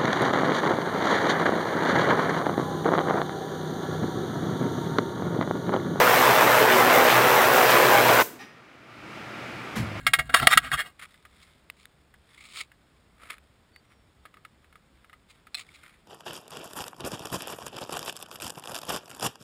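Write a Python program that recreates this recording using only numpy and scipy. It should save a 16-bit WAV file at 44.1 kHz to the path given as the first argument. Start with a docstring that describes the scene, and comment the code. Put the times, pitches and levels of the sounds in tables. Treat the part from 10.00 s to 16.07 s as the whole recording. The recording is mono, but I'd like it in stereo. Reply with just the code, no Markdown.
"""Close, ringing knocks and scrapes: a wire crab trap comes to rest on a wet pier, heard from the
microphone of a camera fixed inside it. Each blow rings the frame; the cage sways and settles.
A few steps away boots scuff on grit, a jacket rustles and a line is picked up and paid out through
gloves. Drops tick on the camera's case, and near the end a plastic gauge clacks on the pier.
Behind it all lies a faint outdoor hush, with two brief, thin whistles."""
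import sys
import numpy as np
from scipy import signal
from scipy.fft import rfft, irfft
from scipy.io import wavfile

SR = 44100
rng = np.random.default_rng(int(sys.argv[2]) if len(sys.argv) > 2 else 0)


def master(y):
    """Save y as 16-bit WAV."""
    cut = np.clip(np.atleast_2d(y).T, -1, 1)
    pcm = np.round(cut * 32767)  # scale
    wavfile.write(sys.argv[1], SR, pcm.astype(np.int16))


N = 267687
TIME = np.arange(N) / SR
FILTER_SAMPLES, RING_SAMPLES = 8192, 4096


def undb(db):
    """Decibels to gain."""
    return 10 ** (np.asarray(db) / 20)


def unit(x):
    """Scale to rms 1."""
    return x / np.sqrt(np.mean(x ** 2) + 1e-20)


def add(out, start_s, x):
    """Mix x in from start_s."""
    i = max(int(start_s * SR), 0)
    out[i:i + len(x)] += x[:max(N - i, 0)]


def colour(x, db_of):
    """Causal filter whose gain in dB is a function of frequency."""
    half = FILTER_SAMPLES // 2
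    cepstrum = irfft(np.log(undb(db_of(np.linspace(1, SR / 2, half + 1)))))
    cepstrum[1:half] *= 2  # fold to minimum phase
    cepstrum[half + 1:] = 0
    impulse = irfft(np.exp(rfft(cepstrum)))
    return signal.oaconvolve(x, impulse)[:len(x)]


def shape(x, spectrum):
    """Filter by a curve of (freq_hz, level_db) points."""
    hz, db = np.transpose(spectrum)
    return colour(x, lambda f: np.interp(np.log(f), np.log(hz), db))


def tint(x, bass_db, treble_db, spot_hz, lift_db, bass_hz=850, treble_hz=2800, octaves=0.19):
    """Colour of one contact: weight adds bass, hardness adds treble, the spot lifts one band."""
    return colour(x, lambda f: bass_db / (1 + (f / bass_hz) ** 4)
                  + treble_db / (1 + (treble_hz / f) ** 4)
                  + lift_db * np.exp(-(np.log2(f / spot_hz) / octaves) ** 2))


def wander(rate_hz):
    """A random curve with a spread near 1."""
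    knots = rng.standard_normal(int(N / SR * rate_hz) + 2)
    return np.interp(TIME * rate_hz, np.arange(len(knots)), knots)


def slips(per_s, spread_db):
    """Friction as tiny catches at random moments, of unequal size."""
    when, size, side = rng.random((int(per_s * N / SR), 3)).T
    catch_db = spread_db * np.minimum(-np.log(size), np.log(50))
    catches = np.sign(side - .5) * undb(catch_db)
    return unit(np.bincount((when * N).astype(int), catches, N))


def swell(t, rise_s, fall_s):
    """Pressure of one movement: it builds to 1 at t = 0 and lets go."""
    return np.exp(-2 * np.abs(t / np.where(t < 0, rise_s, fall_s)) ** 1.4)


def movements(table):
    """Joint strength of overlapping swells."""
    return np.sqrt(sum((undb(db) * swell(TIME - peak_s, swell_s, swell_s)) ** 2
                       for peak_s, db, swell_s in table))


def stroke(friction, body, peak_s, db, rise_s, fall_s, *tone):
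    """One rub swells and dies away, sounding through a body tinted by tone."""
    out = np.zeros(N)
    span = slice(int((peak_s - 2 * rise_s) * SR), int((peak_s + 3 * fall_s) * SR))
    pressure = swell(TIME[span] - peak_s, rise_s, fall_s)
    rub = tint(body(friction[span]) * pressure, *tone)
    out[span] = rub * undb(db) * np.sqrt(np.sum(pressure ** 2) / np.sum(rub ** 2))
    return out


def blow(ringing, contact_s):
    """The ring builds up while the contact lasts; rms 1 over its first moments."""
    struck = ringing * np.minimum(TIME[:len(ringing)] / contact_s, 1)
    return struck / np.std(struck[:int((.005 + contact_s) * SR)])


# open air around the pier: freq_hz, level_db
AIR_SPECTRUM = [(15, -36.5), (25, -11), (70, -1), (99, -5), (153, -5), (317, -11), (887, -17), (1330, -17),
                (1890, -20.5), (3250, -25), (6050, -32), (8590, -32.5), (11900, -41), (14800, -35),
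                (16000, -49.5)]
def hush(air_db=-63, rumble_hz=67, rumble_db=-70):
    """Open air: a soft hiss and a far, wavering rumble."""
    air = unit(shape(rng.standard_normal(N), AIR_SPECTRUM)) * undb(air_db + .6 * wander(6.1))
    rumble = colour(rng.standard_normal(N), lambda f: -20 * np.log10(1 + ((f - rumble_hz) / 12) ** 2))
    return air + unit(rumble) * undb(rumble_db + 1.2 * wander(2.3))


# faint whistles in the background: start_s, length_s, first_hz, last_hz, level_db
WHISTLE_GLIDES = [(3.722, 0.086, 4520, 4650, -61), (3.803, 0.27, 5750, 5240, -75)]
def whistles():
    """Each thin tone swells and bends away."""
    out = np.zeros(N)
    for start_s, length_s, first_hz, last_hz, db in WHISTLE_GLIDES:
        progress = np.linspace(0, 1, int(length_s * SR))
        pitch_hz = first_hz + (last_hz - first_hz) * progress ** 2
        tone = np.sin(2 * np.pi * np.cumsum(pitch_hz) / SR)
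        add(out, start_s, undb(db) * np.sin(np.pi * progress) * tone)
    return out


# jacket cloth rubbing: freq_hz, level_db
CLOTH_SPECTRUM = [(200, -20), (900, -8.5), (1280, 0.5), (1600, -3.5), (2150, 2), (2800, -7.5), (3500, 1),
                  (4200, -9), (5000, -9), (7000, -15), (8500, -10), (10500, -12.5), (14500, -18),
                  (16500, -33.5)]
# bends and reaches a few steps away: peak_s, level_db, swell_s
JACKET_MOVES = [(1.11, -59.5, 0.16), (1.42, -58, .25), (2.34, -58, 0.13), (5.35, -66, 0.096),
                (5.73, -57.5, .14)]
def jacket(judder, still_db=-71.5, trim_db=-2):
    """Cloth rustles with each movement, and very faintly in between."""
    cloth = unit(shape(judder * slips(per_s=3600, spread_db=1.5), CLOTH_SPECTRUM))
    return cloth * undb(trim_db) * np.hypot(undb(still_db), movements(JACKET_MOVES))


# grit under a sole: freq_hz, level_db
GRIT_SPECTRUM = [(100, -14.5), (400, -10), (900, -11), (1260, 6.5), (1600, -0.5), (2200, 3.5), (2700, -5),
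                 (3600, -6.5), (5000, -17.5), (8000, -17.5), (10000, -13), (14500, -20), (16500, -42)]
# scuffs on the pier, a few steps from the microphone: peak_s, level_db, rise_s, bass_db
BOOT_SCUFFS = [(1.005, -45, 0.015, -5.5), (1.034, -41.5, 0.024, -1.5), (3.24, -50.5, 0.069, 8.5),
               (3.303, -32, 0.005, -3.5), (3.323, -44.5, 0.03, -2), (3.917, -58, .016, 7),
               (5.834, -49, 0.0078, 6), (5.868, -55, 0.096, -16)]
def boots(judder, fall_ratio=1.37, treble_db=2, heel_hz=2200, heel_db=22, heel_s=0.0037):
    """Soles grind grit; the briefest contacts click like a heel."""
    out = np.zeros(N)
    friction = judder * slips(per_s=2200, spread_db=1.5)
    for peak_s, db, rise_s, bass_db in BOOT_SCUFFS:
        click_db = heel_db * np.exp(-rise_s / heel_s)
        out += stroke(friction, lambda x: shape(x, GRIT_SPECTRUM), peak_s, db,
                      rise_s, fall_ratio * rise_s, bass_db, treble_db, heel_hz, click_db)
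    return out


# rope against gloves: freq_hz, level_db
ROPE_SPECTRUM = [(100, -26), (600, -17.5), (950, -19.5), (1220, -2), (1550, -14.5), (2200, -3.5),
                 (3000, -6), (4000, -4), (5500, -14.5), (8000, -12), (10000, -16), (14500, -26),
                 (16500, -19)]
# pulls on the line, a few steps away: peak_s, level_db, rise_s
LINE_PULLS = [(1.432, -52.5, 0.016), (1.825, -59, 0.1), (2.38, -48, 0.0077), (2.411, -47, 0.0083),
              (2.453, -49, 0.027), (2.589, -38.5, 0.1), (2.608, -30.5, .0045), (5.305, -53, .021),
              (5.599, -40.5, 0.046), (5.689, -50, 0.004), (5.749, -50, 0.017)]
def line(judder, bass_db=-1, treble_db=0, twang_hz=2200, twang_db=19.5, twang_s=.012):
    """The line rasps through gloves: long pulls hiss, short tugs twang."""
    out = np.zeros(N)
    friction = judder * slips(per_s=2800, spread_db=1.0)
    for peak_s, db, rise_s in LINE_PULLS:
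        fall_s = 0.024 * (rise_s / 0.021) ** 0.43  # long pulls stop abruptly for their length
        lift_db = 4 + twang_db * np.exp(-rise_s / twang_s)
        out += stroke(friction, lambda x: shape(x, ROPE_SPECTRUM), peak_s, db,
                      rise_s, fall_s, bass_db, treble_db, twang_hz, lift_db)
    return out


# countless weak modes of the mesh around the microphone: freq_hz, level_db
MESH_SPECTRUM = [(100, -20.5), (350, -26), (700, -17), (930, -14.5), (1200, -3.5), (2000, 1), (2500, -6.5),
                 (3500, -5), (4800, -13.5), (6500, -18), (8500, -14.5), (10300, -9), (14500, -14),
                 (16500, -26.5)]
def ring(modes, t60_scale, mesh_db, mesh_t60_s, scatter_db=2.0, detune=.003):
    """A body's answer to one blow: each spot weights its modes differently; the mesh buzzes along."""
    t = TIME[:RING_SAMPLES]
    hz, db, t60_s = np.transpose(modes)[:, :, None]
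    size, pitch, phase = rng.standard_normal((3, len(modes), 1))
    gain = undb(db + scatter_db * size)
    fade = -np.log(1000) * t / t60_scale
    tones = gain * np.sin(2 * np.pi * (hz * (1 + detune * pitch) * t + phase)) * np.exp(fade / t60_s)
    buzz = unit(shape(rng.standard_normal(len(t)), MESH_SPECTRUM)) * np.exp(fade / mesh_t60_s)
    return tones.sum(0) / np.sqrt(np.sum(gain ** 2) / 2) + undb(mesh_db) * buzz


# modes of the plastic gauge: pitch_hz, level_db, t60_s
GAUGE_MODES = [(714, -15, 0.087), (1210, -5.5, 0.057), (2548, 1, 0.062), (3540, 0.5, 0.046),
               (4020, 8, 0.028), (4200, 8.5, 0.024), (5340, -1.5, 0.026), (7900, 4.5, 0.031),
               (9400, -12, 0.074)]
# the gauge hits the pier: start_s, level_db
GAUGE_CLACKS = [(5.5452, -30), (5.5500, -29.5), (5.5707, -42)]
def gauge():
    """A small plastic plate lands on one edge, then flat, and bounces."""
    out = np.zeros(N)
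    for start_s, db in GAUGE_CLACKS:
        plate = ring(GAUGE_MODES, t60_scale=0.96, mesh_db=-7, mesh_t60_s=0.02)
        add(out, start_s, undb(db) * blow(plate, contact_s=0.00022))
    return out


# modes of the camera's case, right at the microphone: pitch_hz, level_db, t60_s
CASE_MODES = [(640, -11.5, 0.022), (740, -13, 0.033), (1182, -6, 0.028), (1251, -3, 0.038),
              (1446, -17.5, 0.015), (1700, -11.5, 0.081), (1993, -0.5, 0.032), (2185, -1.5, 0.038),
              (2566, -2.5, 0.019), (2870, -10, 0.066), (3655, -15.5, 0.05), (5500, -32, 0.13),
              (10040, -23.5, 0.033), (10280, -7, 0.015), (13300, -11.5, 0.019)]
# drops landing on it: start_s, level_db, size (1 for an ordinary drop)
CASE_DROPS = [(1.142, -42.5, .7), (1.251, -39.5, 1.07), (1.6998, -23, 0.32), (1.855, -32, 0.15),
              (2.14, -44, .75), (2.717, -40.5, 0.69), (3.382, -39, 0.35), (3.7607, -37, 0.49),
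              (4.2535, -33, 1.34), (4.341, -40.5, 0.98), (4.3691, -43, 1.2), (4.4494, -34.5, 1.01),
              (4.6437, -45.5, 0.88), (4.7265, -42, 0.94), (4.7557, -38.5, 1.05), (5.045, -40.5, 0.91),
              (5.096, -42, 0.98), (5.1295, -37.5, 1.02), (5.1352, -43, 1.16), (5.4686, -40, 1)]
def drops(ordinary_hz=1350, thin_db=-13, trim_db=-0.5):
    """Each drop rings the plastic case; the smaller it is, the shorter, higher and thinner the tick."""
    out = np.zeros(N)
    for start_s, db, size in CASE_DROPS:
        treble_db = -4.5 - 4 * np.log2(size)
        case = ring(CASE_MODES, t60_scale=size, mesh_db=-0.5, mesh_t60_s=0.043)
        case = tint(case, thin_db * (1 - size), treble_db, ordinary_hz / np.sqrt(size), lift_db=7)
        tick = blow(case, contact_s=0.00059)
        add(out, start_s, undb(db + trim_db) * tick / np.abs(tick).max())
    return out


def tremble(held_db=-46.5, let_go_s=0.735, settle_db_per_s=141):
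    """Strength of the cage's shaking: steady while it is held, then dying away."""
    return undb(held_db - settle_db_per_s * np.maximum(TIME - let_go_s, 0))


# low modes of the frame that carries the microphone: pitch_hz, width_hz, level_db
SWAY_MODES = [(60, 22, 1.5), (138, 40, 0), (261, 21, -6.5)]
# shoves on the cage: peak_s, level_db, swell_s
CAGE_SHOVES = [(.09, -39.5, .035), (.205, -36.5, .025), (.43, -31, .05), (.568, -32.5, .018),
               (.745, -38.5, .04)]
def rocking(trim_db=-1.5, floor_db=-18):
    """The whole cage sways with each shove and shakes the camera until it settles."""
    def response_db(f):
        floor = undb(floor_db) / (1 + (f / 300) ** 4 + (70 / f) ** 4)
        peaks = sum(undb(db) / (1 + (2 * (f - hz) / width) ** 2) for hz, width, db in SWAY_MODES)
        return 20 * np.log10(floor + peaks)
    sway = unit(colour(rng.standard_normal(N), response_db))
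    return sway * undb(trim_db) * np.hypot(tremble(), movements(CAGE_SHOVES))


# modes of the trap and the case it carries, heard from inside: pitch_hz, level_db, t60_s
TRAP_MODES = [(488, -24, 0.092), (650, -19.5, .14), (724.5, -13.5, 0.1), (795, -17.5, .09), (1153, -5, .06),
              (1245, -8.5, 0.077), (1343, -1.5, 0.07), (1473, -7, .06), (1614, -2, 0.073),
              (1646, -5.5, .08), (1913, -2, 0.088), (2080, -6.5, 0.052), (2177, -3, .08), (2230, -11, .05),
              (2495, -11.5, .05), (2816, -6, 0.085), (3017, -17, .05), (3267, -6.5, 0.064),
              (3540, -8.5, 0.041), (3725, -5.5, .05), (4340, -12.5, .05), (4670, -16, 0.055),
              (5320, -14, 0.035), (6600, -21.5, 0.077), (7380, -17, 0.058), (8380, -12, 0.065),
              (8750, -19.5, .05), (9700, -18, 0.017), (9350, -9.5, 0.018)]
def dragging_frame(catches, rasp_db=-5):
    """Catches ring the damped frame from a new spot on every stroke; grit rasps in the mesh."""
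    pressed = ring(TRAP_MODES, t60_scale=.65, mesh_db=-8.5, mesh_t60_s=.04)
    frame = signal.oaconvolve(catches, pressed)[:len(catches)]
    return unit(frame) + undb(rasp_db) * unit(shape(catches, MESH_SPECTRUM))


def jangle(trim_db=-7):
    """Loose wire chatters faintly as long as the cage trembles."""
    return unit(dragging_frame(slips(per_s=600, spread_db=2.5))) * undb(trim_db) * tremble()


# wire drags on the pier, just under the microphone: peak_s, level_db, length_s, spot_hz
WIRE_SCRAPES = [(.368, -20.5, .055, 1547), (.401, -22, .021, 1480), (.434, -25, 0.07, 729.6),
                (0.49, -27.5, .04, 1130), (0.517, -19.5, 0.031, 1653), (0.535, -13.5, 0.043, 1630),
                (.584, -23.5, .04, 1630), (.66, -34, 0.084, 1350), (.741, -20.5, 0.042, 1230),
                (.800, -23.5, 0.063, 1925), (0.866, -44, 0.1, 1250)]
def scrapes(light_load_hz=1650, rise_share=.53, treble_db=-0.5):
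    """The wire catches and slips on concrete, groaning lower and fuller under load."""
    out = np.zeros(N)
    friction = slips(per_s=1200, spread_db=2.0)
    for peak_s, db, length_s, spot_hz in WIRE_SCRAPES:
        load_octaves = np.log2(light_load_hz / spot_hz)
        bass_db = -1.5 + 14.5 * load_octaves
        lift_db = 3 + 5.5 * load_octaves
        rise_s = length_s * rise_share
        out += stroke(friction, dragging_frame, peak_s, db,
                      rise_s, length_s - rise_s, bass_db, treble_db, spot_hz, lift_db)
    return out


# the frame strikes the pier, very close: start_s, level_db, contact_s, spot_hz, lift_db, bass_db
FRAME_KNOCKS = [(0.0656, -14.5, 0.0022, 2250, 7, -2.5), (0.134, -12.5, 0.0025, 2290, 4, -6),
                (0.1868, -21, 0.0088, 2140, 6.5, 8.5), (0.293, -32, .005, 1415, 2, 13.5),
                (.3400, -14.5, 0.0031, 1120, 8.5, 7), (0.344, -10, .0022, 1107, 17.5, 3),
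                (0.429, -25, .001, 1276, 11, 8), (0.4702, -3, .0021, 1980, 5, 8),
                (0.5732, -7, .005, 1253, 7.5, -16), (0.647, -34.5, .002, 2010, 5, 4),
                (0.7162, -22.5, 0.0011, 1750, 11, 4)]
def knocks(grounded_s=.32, firm_db=-15.5, thud_db=-13, thud_hz=350, thud_t60_s=0.0055):
    """Blows ring the frame, the harder the brighter; weight behind them adds a dull thud."""
    out = np.zeros(N)
    t = TIME[:RING_SAMPLES]
    thud = undb(thud_db) * np.sin(2 * np.pi * thud_hz * t) * np.exp(-np.log(1000) * t / thud_t60_s)
    for start_s, db, contact_s, spot_hz, lift_db, bass_db in FRAME_KNOCKS:
        force_db = db - firm_db
        # once grounded the frame rings shorter, and shorter still under a hard blow
        t60_scale = 0.93 if start_s < grounded_s else 0.59 * .5 ** (max(force_db, 0) / 12.5)
        treble_db = 1.5 + 0.3 * force_db
        frame = ring(TRAP_MODES, t60_scale, mesh_db=-4.5, mesh_t60_s=0.068)
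        frame = tint(frame, bass_db, treble_db, spot_hz, lift_db)
        add(out, start_s, undb(db) * (blow(frame, contact_s) + undb(bass_db) * thud))
    return out


def scene(judder_db=3):
    """Everything reaches one microphone inside the trap."""
    judder = undb(judder_db * wander(220))  # an unsteady grip roughens the friction
    handling = jacket(judder) + boots(judder) + line(judder)
    trap = rocking() + jangle() + scrapes() + knocks()
    return np.tile(hush() + whistles() + handling + gauge() + drops() + trap, (2, 1))


# two narrow notches in the treble, near 6 and 12 kHz: centre_hz, width_hz, gain_db
TREBLE_NOTCHES = [(6010, 380, -12), (11930, 820, -39)]
def record(dry, side_db=-35, side_lag_s=.004, top_hz=15900):
    """The hardest blows are rounded, the treble is notched and the top cut; the image is nearly mono."""
    rounded = dry[0] / (1 + dry[0] ** 4) ** .25
    mid = colour(rounded, lambda f: sum(db * np.exp(-((f - hz) / width) ** 2)
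                                        for hz, width, db in TREBLE_NOTCHES))
    side = undb(side_db) * np.interp(TIME - side_lag_s, TIME, mid, left=0)
    lowpass = signal.ellip(8, .2, 70, top_hz, fs=SR, output="sos")
    return signal.sosfilt(lowpass, [mid + side, mid - side])


dry = scene()
out = record(dry)
master(out)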